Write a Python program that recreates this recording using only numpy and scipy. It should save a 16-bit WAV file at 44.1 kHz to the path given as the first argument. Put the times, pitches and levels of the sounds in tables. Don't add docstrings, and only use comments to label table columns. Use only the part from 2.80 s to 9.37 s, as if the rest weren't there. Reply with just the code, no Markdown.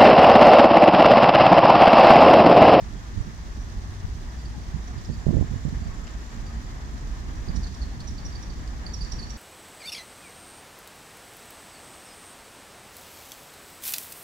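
import sys
import numpy as np
from scipy import signal
from scipy.fft import rfft, irfft
from scipy.io import wavfile
from scipy.ndimage import uniform_filter1d

SR = 44100
rng = np.random.default_rng(int(sys.argv[2]) if len(sys.argv) > 2 else 0)


def generate_wav(signal):
    frames = np.transpose(np.atleast_2d(signal))
    scaled = np.clip(frames, -1, 1) * 32767
    pcm = np.round(scaled).astype(np.int16)
    wavfile.write(sys.argv[1], SR, pcm)


N = 289799
TIME = np.arange(N) / SR
BINS = np.maximum(np.arange(N // 2 + 1) * SR / N, 1)
TREES_T60_S = 0.93


def from_db(db):
    return 10 ** (np.asarray(db) / 20)


def rms_one(x):
    return x / np.sqrt(np.mean(x ** 2) + 1e-20)


def over_hz(rows):
    hz, *columns = np.transpose(rows)
    return np.array([np.interp(np.log(BINS), np.log(hz), column) for column in columns])


def filtered(x, hz, kind, order=2):
    sections = signal.butter(order, np.clip(hz, 10, .45 * SR), kind, fs=SR, output="sos")
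    return signal.sosfilt(sections, x + 1e-18)


def drift(rate_hz):
    spectrum = rfft(rng.standard_normal(N))
    return rms_one(irfft(spectrum / (1 + (BINS / rate_hz) ** 2), N))


def tone_phase(hz):
    return 2 * np.pi * np.cumsum(hz) / SR


def diffuse(spectrum):
    # f/Hz, left-right correlation (1 same, -1 opposite)
    likeness = [(30, .7), (330, .72), (600, .45), (850, .25), (1100, -.05), (1450, -.6), (1900, .3),
                (2200, .4), (2650, .08), (3450, .25), (4200, -.2), (5000, 0), (15000, 0)]
    mid, side = rfft(rng.standard_normal((2, N)))
    alike = np.clip(over_hz(likeness)[0], -1, 1)
    shared = np.sqrt((1 + alike) / 2) * mid
    opposed = np.sqrt((1 - alike) / 2) * side * [[1], [-1]]
    return irfft((shared + opposed) * from_db(over_hz(spectrum)) * np.sqrt(SR / 2), N)


def gate(start, length, edge):
    opening = np.tanh((TIME - start) / edge)
    closing = np.tanh((TIME - start - length) / edge)
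    return (opening - closing) / 2


def square_scatter(x, t60):
    t = TIME[:SR]
    tail = rng.standard_normal((2, SR)) * from_db(-60 * t / t60)
    tail /= np.sqrt(np.sum(tail ** 2) / 2)
    return signal.fftconvolve(x[None], tail, axes=1)[:, :N]


def traffic(engine_share=0.15, waver_db=1.5, split_hz=400):
    # f/Hz, left level/dB per Hz, right level/dB per Hz
    road_spectrum = [(20, -67, -68), (30.5, -53, -48.5), (60, -52.5, -51.5), (80, -59, -57),
                     (129, -64.5, -63), (227, -68.5, -68), (357, -75.5, -74.5), (516, -83.5, -82.5),
                     (700, -80, -80.5), (1210, -80.5, -80.5), (1430, -81.5, -83), (1790, -79.5, -82),
                     (2235, -87, -89.5), (15800, -125, -125)]
    # t/s, level/dB
    rumble = [(0.0, -25), (0.13, -48), (2.63, -34), (3.6, -39), (4.79, -26.5), (6.57, -39.5)]
    # t/s, level/dB
    tyre_levels = [(0, -0.6), (1.25, -1.5), (2.3, -0.5), (3.2, .5), (4.2, 0.05), (5.2, -0.4), (6.57, 0.6)]
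    road = diffuse(road_spectrum)
    engines = irfft(rfft(road) / (1 + (BINS / split_hz) ** 4), N)
    tyres = road - engines
    s, engine_db = np.transpose(rumble)
    engine_swell = engine_share * np.interp(TIME, s, engine_db - np.median(engine_db))
    tyre_swell = np.interp(TIME, *np.transpose(tyre_levels))
    engines = engines * from_db(engine_swell + waver_db * drift(9.8))
    return engines + tyres * from_db(tyre_swell + 0.88 * drift(18))


def engine_notes():
    # t/s, length/s, f/Hz, level/dB, left-right/dB, waver/share of pitch
    notes = [(0.9, 0.53, 96, -40.5, 3, 0.0061), (5, 0.084, 62, -28, -1, 0.0062),
             (5.5, 1.8, 511, -65.5, 5, 0.0038), (0, 6.8, 58, -40, 1, 0.03995),
             (0, 7.3, 234, -57.5, 0, 0.01614), (3.5, 1.4, 127, -52.5, 0, .02),
             (3.5, 0.41, 232, -50.5, 2, .02)]
    out = np.zeros((2, N))
    for s, length, hz, db, pan, waver in notes:
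        phase = tone_phase(hz * (1 + waver * drift(4.97)))
        note = from_db(db) * gate(s, length, length / 8) * np.sqrt(2) * np.sin(phase)
        out += note * from_db([[pan / 2], [-pan / 2]])
    return out


def fine_hiss():
    # f/Hz, left level/dB per Hz, right level/dB per Hz
    hiss_spectrum = [(1490, -104, -104), (3430, -94, -89.5), (4900, -90, -90), (5350, -96.5, -87.5),
                     (6190, -92.5, -86.5), (8230, -97.5, -103.5), (8000, -99, -101), (10370, -105, -108),
                     (12100, -108, -110), (15700, -110, -111)]
    return diffuse(hiss_spectrum) * from_db(0.94 * drift(60.0))


def camera(low_hz=7000, high_hz=7400, first_s=0.012, steady=0.22):
    # t/s, level/dB
    whirr = [(0, -66), (.5, -64), (1.25, -72), (2.3, -60), (3.3, -59), (4.2, -64.5), (5.5, -66), (6.3, -62)]
    beat = (.5 + .5 * np.cos(2 * np.pi * 30 * (TIME - first_s))) ** 2
    ring = rms_one(filtered(rng.standard_normal(N), [low_hz, high_hz], "band"))
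    level = from_db(np.interp(TIME, *np.transpose(whirr)))
    return level * (steady + (1 - steady) * beat) * ring * from_db([[-1], [1]])


def slaps(width_s=0.0045):
    # t/s of the flip, level/dB before the fade, front/s, port (0 left, 1 right)
    slap_rows = [(0.027, -19, 0.0027, 1), (0.378, -11, 0.0016, 1), (0.41, -9.5, 0.0033, 1),
                 (0.491, -21, 0.0023, 1), (1.25, -12.5, 0.0017, 0), (2.468, -8, 0.00049, 1),
                 (2.612, -9, 0.00051, 1)]
    out = np.zeros((2, N))
    for s, db, front_s, side in slap_rows:
        age = TIME - s
        out[int(side > .5)] -= from_db(db) * np.tanh(age / front_s) * np.exp(-(age / width_s) ** 2)
    return out


def whistles(left_db=-7, wet_db=-3, waver=0.017, shake=0.33):
    # t/s, length/s, f/Hz, level/dB
    whistle_rows = [(0.153, 0.074, 3280, -56), (0.428, 0.061, 5680, -56), (0.735, 0.1, 5740, -54),
                    (1.58, 0.05, 4700, -56), (3.027, .05, 4600, -56.5), (3.655, 0.033, 4700, -55),
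                    (3.84, 0.032, 4700, -58), (4.55, .06, 5780, -59)]
    notes, flutter = np.zeros(N), drift(227)
    tremor = rms_one(np.exp(shake * drift(45)))
    for s, length, hz, db in whistle_rows:
        tone = np.sin(tone_phase(hz * (1 + waver * flutter)))
        notes += from_db(db) * gate(s, length, length / 8) * tremor * tone
    scatter = from_db(wet_db) * square_scatter(notes, TREES_T60_S)
    return (notes + scatter) * from_db([[left_db], [0]])


def eddies(low_hz, high_hz, knee_hz):
    lumps = filtered(rng.standard_normal(N), high_hz, "low", order=4)
    lumps = filtered(lumps, low_hz, "high", order=2)
    lumps = filtered(lumps, knee_hz, "low", order=1)
    return lumps / np.sqrt(uniform_filter1d(lumps ** 2, size=1500) + 1e-12)


def wind(small_db=-9, finest_db=-19.5, full_db=-16, growth=1.46, edge_s=0.0018, lumpy_db=5.0, lee_db=-21):
    # peak t/s, half width/s, level/dB
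    gusts = [(2.6, 0.37, -34), (4.68, 0.38, -38.5)]
    # t/s, length/s, level/dB, port (0 left, 1 right), extra small eddies/dB
    puffs = [(0.355, 0.039, -28.5, 1, -7), (0.47, 0.036, -28.5, 1, -8), (1.05, .42, -46, 0, -10),
             (1.234, .03, -32, 0, -7), (1.749, 0.055, -35, 0, 2), (1.936, 0.035, -23.5, 1, -23),
             (2.161, 0.029, -28, 1, 0), (2.285, 0.0346, -24, 1, 6), (2.466, 0.01, -14, 1, 2),
             (2.481, 0.021, -12.5, 1, -7.5), (2.506, 0.0091, -17, 1, 8), (2.522, 0.015, -17, 1, 5),
             (2.54, 0.0092, -15.5, 1, 0), (2.551, 0.027, -12.5, 1, -3), (2.58, 0.019, -20, 1, 8.5),
             (2.618, 0.01, -15, 1, 1.5), (2.629, 0.024, -23, 1, -3), (2.708, 0.02, -25, 1, -1),
             (2.733, 0.0124, -23, 1, 5.5), (2.752, 0.018, -25.5, 1, -1), (2.85, 0.0435, -22, 1, 0),
             (2.927, 0.012, -21, 1, -20), (2.966, 0.012, -22.5, 1, -16), (3.003, 0.029, -25, 1, -15),
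             (3.055, 0.039, -27, 1, -12), (4.676, 0.032, -25.5, 1, 6.5), (4.747, 0.054, -23, 1, -13)]
    force, fine = np.zeros((2, 2, N))
    surges = from_db(lumpy_db * np.clip(drift(6.7), -2, 1.5))
    for s, width, db in gusts:
        push = from_db(db - full_db) * np.exp(-((TIME - s) / width) ** 2) * surges
        force[1] = np.hypot(force[1], push)
        fine[1] = np.hypot(fine[1], push ** growth)
    for s, length, db, side, extra_db in puffs:
        port = int(side > .5)
        push = from_db(db - full_db) * np.abs(gate(s, length, edge_s))
        force[port] = np.hypot(force[port], push)
        fine[port] = np.hypot(fine[port], from_db(extra_db) * push ** growth)
    force[0] = np.hypot(force[0], from_db(lee_db) * force[1])
    ports = []
    for large_gain, small_gain in zip(force, fine):
        large = eddies(46.3, 186.0, 101)
        small = from_db(small_db) * eddies(175, 324, 94)
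        small += from_db(finest_db) * large_gain * eddies(420, 555, 86)
        riding = 0.44 + 0.57 * np.abs(large)
        ports.append(large_gain * large + small_gain * small * riding)
    return from_db(full_db) * np.array(ports)


def jackdaws(left_db=-5, octave_db=-14, wet_db=-6, arch=0.125):
    # t/s, length/s, mid-call f/Hz, glide/share of pitch, level/dB
    call_rows = [(1.449, 0.096, 970, 0.061, -53), (1.73, 0.047, 844, -0.058, -49),
                 (2.047, 0.08, 728, -0.021, -53), (2.996, 0.078, 670, 0.085, -51),
                 (3.079, 0.12, 1095, -0.064, -50.5), (3.193, 0.13, 1266, -0.019, -55.5),
                 (3.673, 0.056, 1250, 0.041, -51), (4.587, 0.1, 1215, -0.1, -57)]
    calls, flutter = np.zeros(N), drift(116)
    for s, length, middle_hz, glide, db in call_rows:
        at = np.flatnonzero((TIME > s) & (TIME < s + length))
        u = np.linspace(-.5, .5, len(at))
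        hz = middle_hz * (1 + glide * u - arch * u ** 2) * (1 + 0.032 * flutter[at])
        phase = tone_phase(hz)
        tone = np.sin(phase) + from_db(octave_db) * np.sin(2 * phase)
        calls[at] += from_db(db) * np.cos(np.pi * u) * tone
    return calls * from_db([[left_db], [0]]) + from_db(wet_db) * square_scatter(calls, 0.34)


def tit(voice_db=-3.0, octave_db=-24, wall_db=-13, echo_db=-18, wet_db=-5.0, top_hz=11000,
        attack_s=0.007, sag=0.4, trill_hz=270, trill=0.49, grain=0.19):
    # t/s, length/s, f/Hz, fall/share of pitch, level/dB, rasp/dB, left-right/dB
    chips = [(1.504, .012, 4750, -0.011, -51, -18, -5), (1.654, 0.009, 4620, 0.0081, -42, -18, -16),
             (2.073, 0.013, 5840, -0.044, -42, -5.5, -11), (2.179, .014, 4870, 0.023, -47, -14, -12),
             (2.245, 0.019, 5560, 0.08, -46, -0.5, -12), (2.322, 0.034, 4670, 0.016, -48, -8, -19),
             (4.684, 0.013, 4640, -0.042, -39.5, -18, -12), (4.752, 0.031, 5650, 0.022, -43, -2.5, -10),
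             (4.829, 0.025, 4480, 0.1, -39.5, -8, -12), (4.864, 0.022, 4480, 0.0041, -43.5, -4, -13),
             (4.94, 0.018, 5650, 0.081, -46.5, 1.5, -9), (5.014, 0.03, 4380, 0.07, -41.5, -7, -15),
             (5.201, 0.0186, 4450, -0.24, -43, -5.5, -3), (5.272, .025, 5660, 0.11, -37.5, -8, -7),
             (5.38, 0.012, 4570, -0.049, -36.5, -12, -14), (5.449, 0.022, 5750, 0.02, -35, -11.5, -7),
             (5.522, 0.016, 4750, -0.0018, -43.5, -14, -10), (5.553, 0.012, 4600, -.02, -37, -18, -15),
             (5.563, .008, 4600, -0.028, -44, -18, -15), (5.624, 0.018, 5740, .04, -41, -6, -9),
             (5.699, 0.015, 4550, 0.031, -41.5, -10, -16), (5.873, 0.013, 4554, 0.054, -45.5, -1, -24),
             (6.063, .009, 4630, 0.038, -31, -18, -18), (6.135, 0.019, 5590, .09, -32, -12.5, -13),
             (6.208, 0.022, 4660, 0.045, -32.5, -20, -17), (6.244, 0.012, 4750, 0.11, -39.5, -5, -11),
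             (6.256, .01, 4450, 0.023, -42, -14, -11), (6.318, 0.013, 5580, 0.045, -30.5, -9, -17),
             (6.331, 0.012, 5620, 0.037, -40, -5, -19), (6.388, 0.022, 4540, 0.013, -35, -15, -9),
             (6.426, 0.02, 4470, -0.0039, -36.5, -20, -10), (6.499, 0.017, 5650, -0.055, -36, -7.5, -17)]
    arch, jag = 0.037, 0.033
    port_lag_s = 0.00021
    wall_echo_s, house_echo_s = 0.0091, 0.033
    dry, song = np.zeros((2, N)), np.zeros(N)
    flutter = drift(450)
    trill_phase = tone_phase(trill_hz * (1 + 0.246 * drift(91.2)))
    tremor = (1 + trill * np.sin(trill_phase)) * np.exp(grain * drift(150))
    rasp = rms_one(filtered(rng.standard_normal(N), [3500, 6500], "band", order=2))
    for s, length, hz, fall, db, rasp_db, pan in chips:
        at = np.flatnonzero((TIME > s - attack_s / 2) & (TIME < s + length))
        u = np.linspace(0, 1, len(at))
        attack = np.minimum((TIME[at] - TIME[at[0]]) / attack_s, 1) ** 1.4
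        swell = attack * (1 - u ** 2) ** abs(sag) * tremor[at]
        bend = fall * (.5 - u) + arch * (np.sin(np.pi * u) - .7)
        jitter = jag * from_db(rasp_db / 2) * flutter[at]
        phase = tone_phase(hz * (1 + bend + jitter))
        tone = np.sin(phase) + from_db(octave_db) * np.sin(2 * phase)
        tone += from_db(rasp_db + 1.0) * rasp[at] * np.sin(np.pi * u) ** 2
        note = from_db(db + voice_db) * swell * tone
        dry[:, at] += np.sqrt(2) * note * from_db([[pan], [0]])
        song[at] += note
    dry[0] = np.interp(TIME - port_lag_s, TIME, dry[0])
    wall = from_db(wall_db) * np.interp(TIME - wall_echo_s, TIME, song)
    house = from_db(echo_db) * np.interp(TIME - house_echo_s, TIME, song)
    tail = from_db(wet_db) * square_scatter(song, TREES_T60_S)
    heard = dry + (wall + house + tail) * from_db([[-2.5], [2.5]])
    return filtered(heard, top_hz, "low", order=8)


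def ticks(decay_s=0.001, wet_db=-3, t60_s=0.36):
    # t/s, level/dB, left-right/dB
    snaps = [(3.2702, -28, 6), (3.278, -31, -1)]
    out = np.zeros((2, N))
    for s, db, pan in snaps:
        snap = rng.standard_normal(N) * (TIME > s) * np.exp(-np.abs(TIME - s) / decay_s)
        snap = filtered(snap, [1500, 5700], "band", order=4)
        out += from_db(db) * snap * from_db([[pan / 2], [-pan / 2]])
    return out + from_db(wet_db) * square_scatter(out.mean(axis=0), t60_s)


def scene():
    background = traffic() + engine_notes() + fine_hiss() + camera()
    birds = whistles() + jackdaws() + tit()
    return background + slaps() + wind() + birds + ticks()


def record(dry, cutoff_hz=15700):
    opening = np.minimum(TIME / .004, 1)
    steep_cut = signal.ellip(12, .1, 90, cutoff_hz, fs=SR, output="sos")
    return signal.sosfilt(steep_cut, dry * opening)


dry = scene()
out = record(dry)
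generate_wav(out)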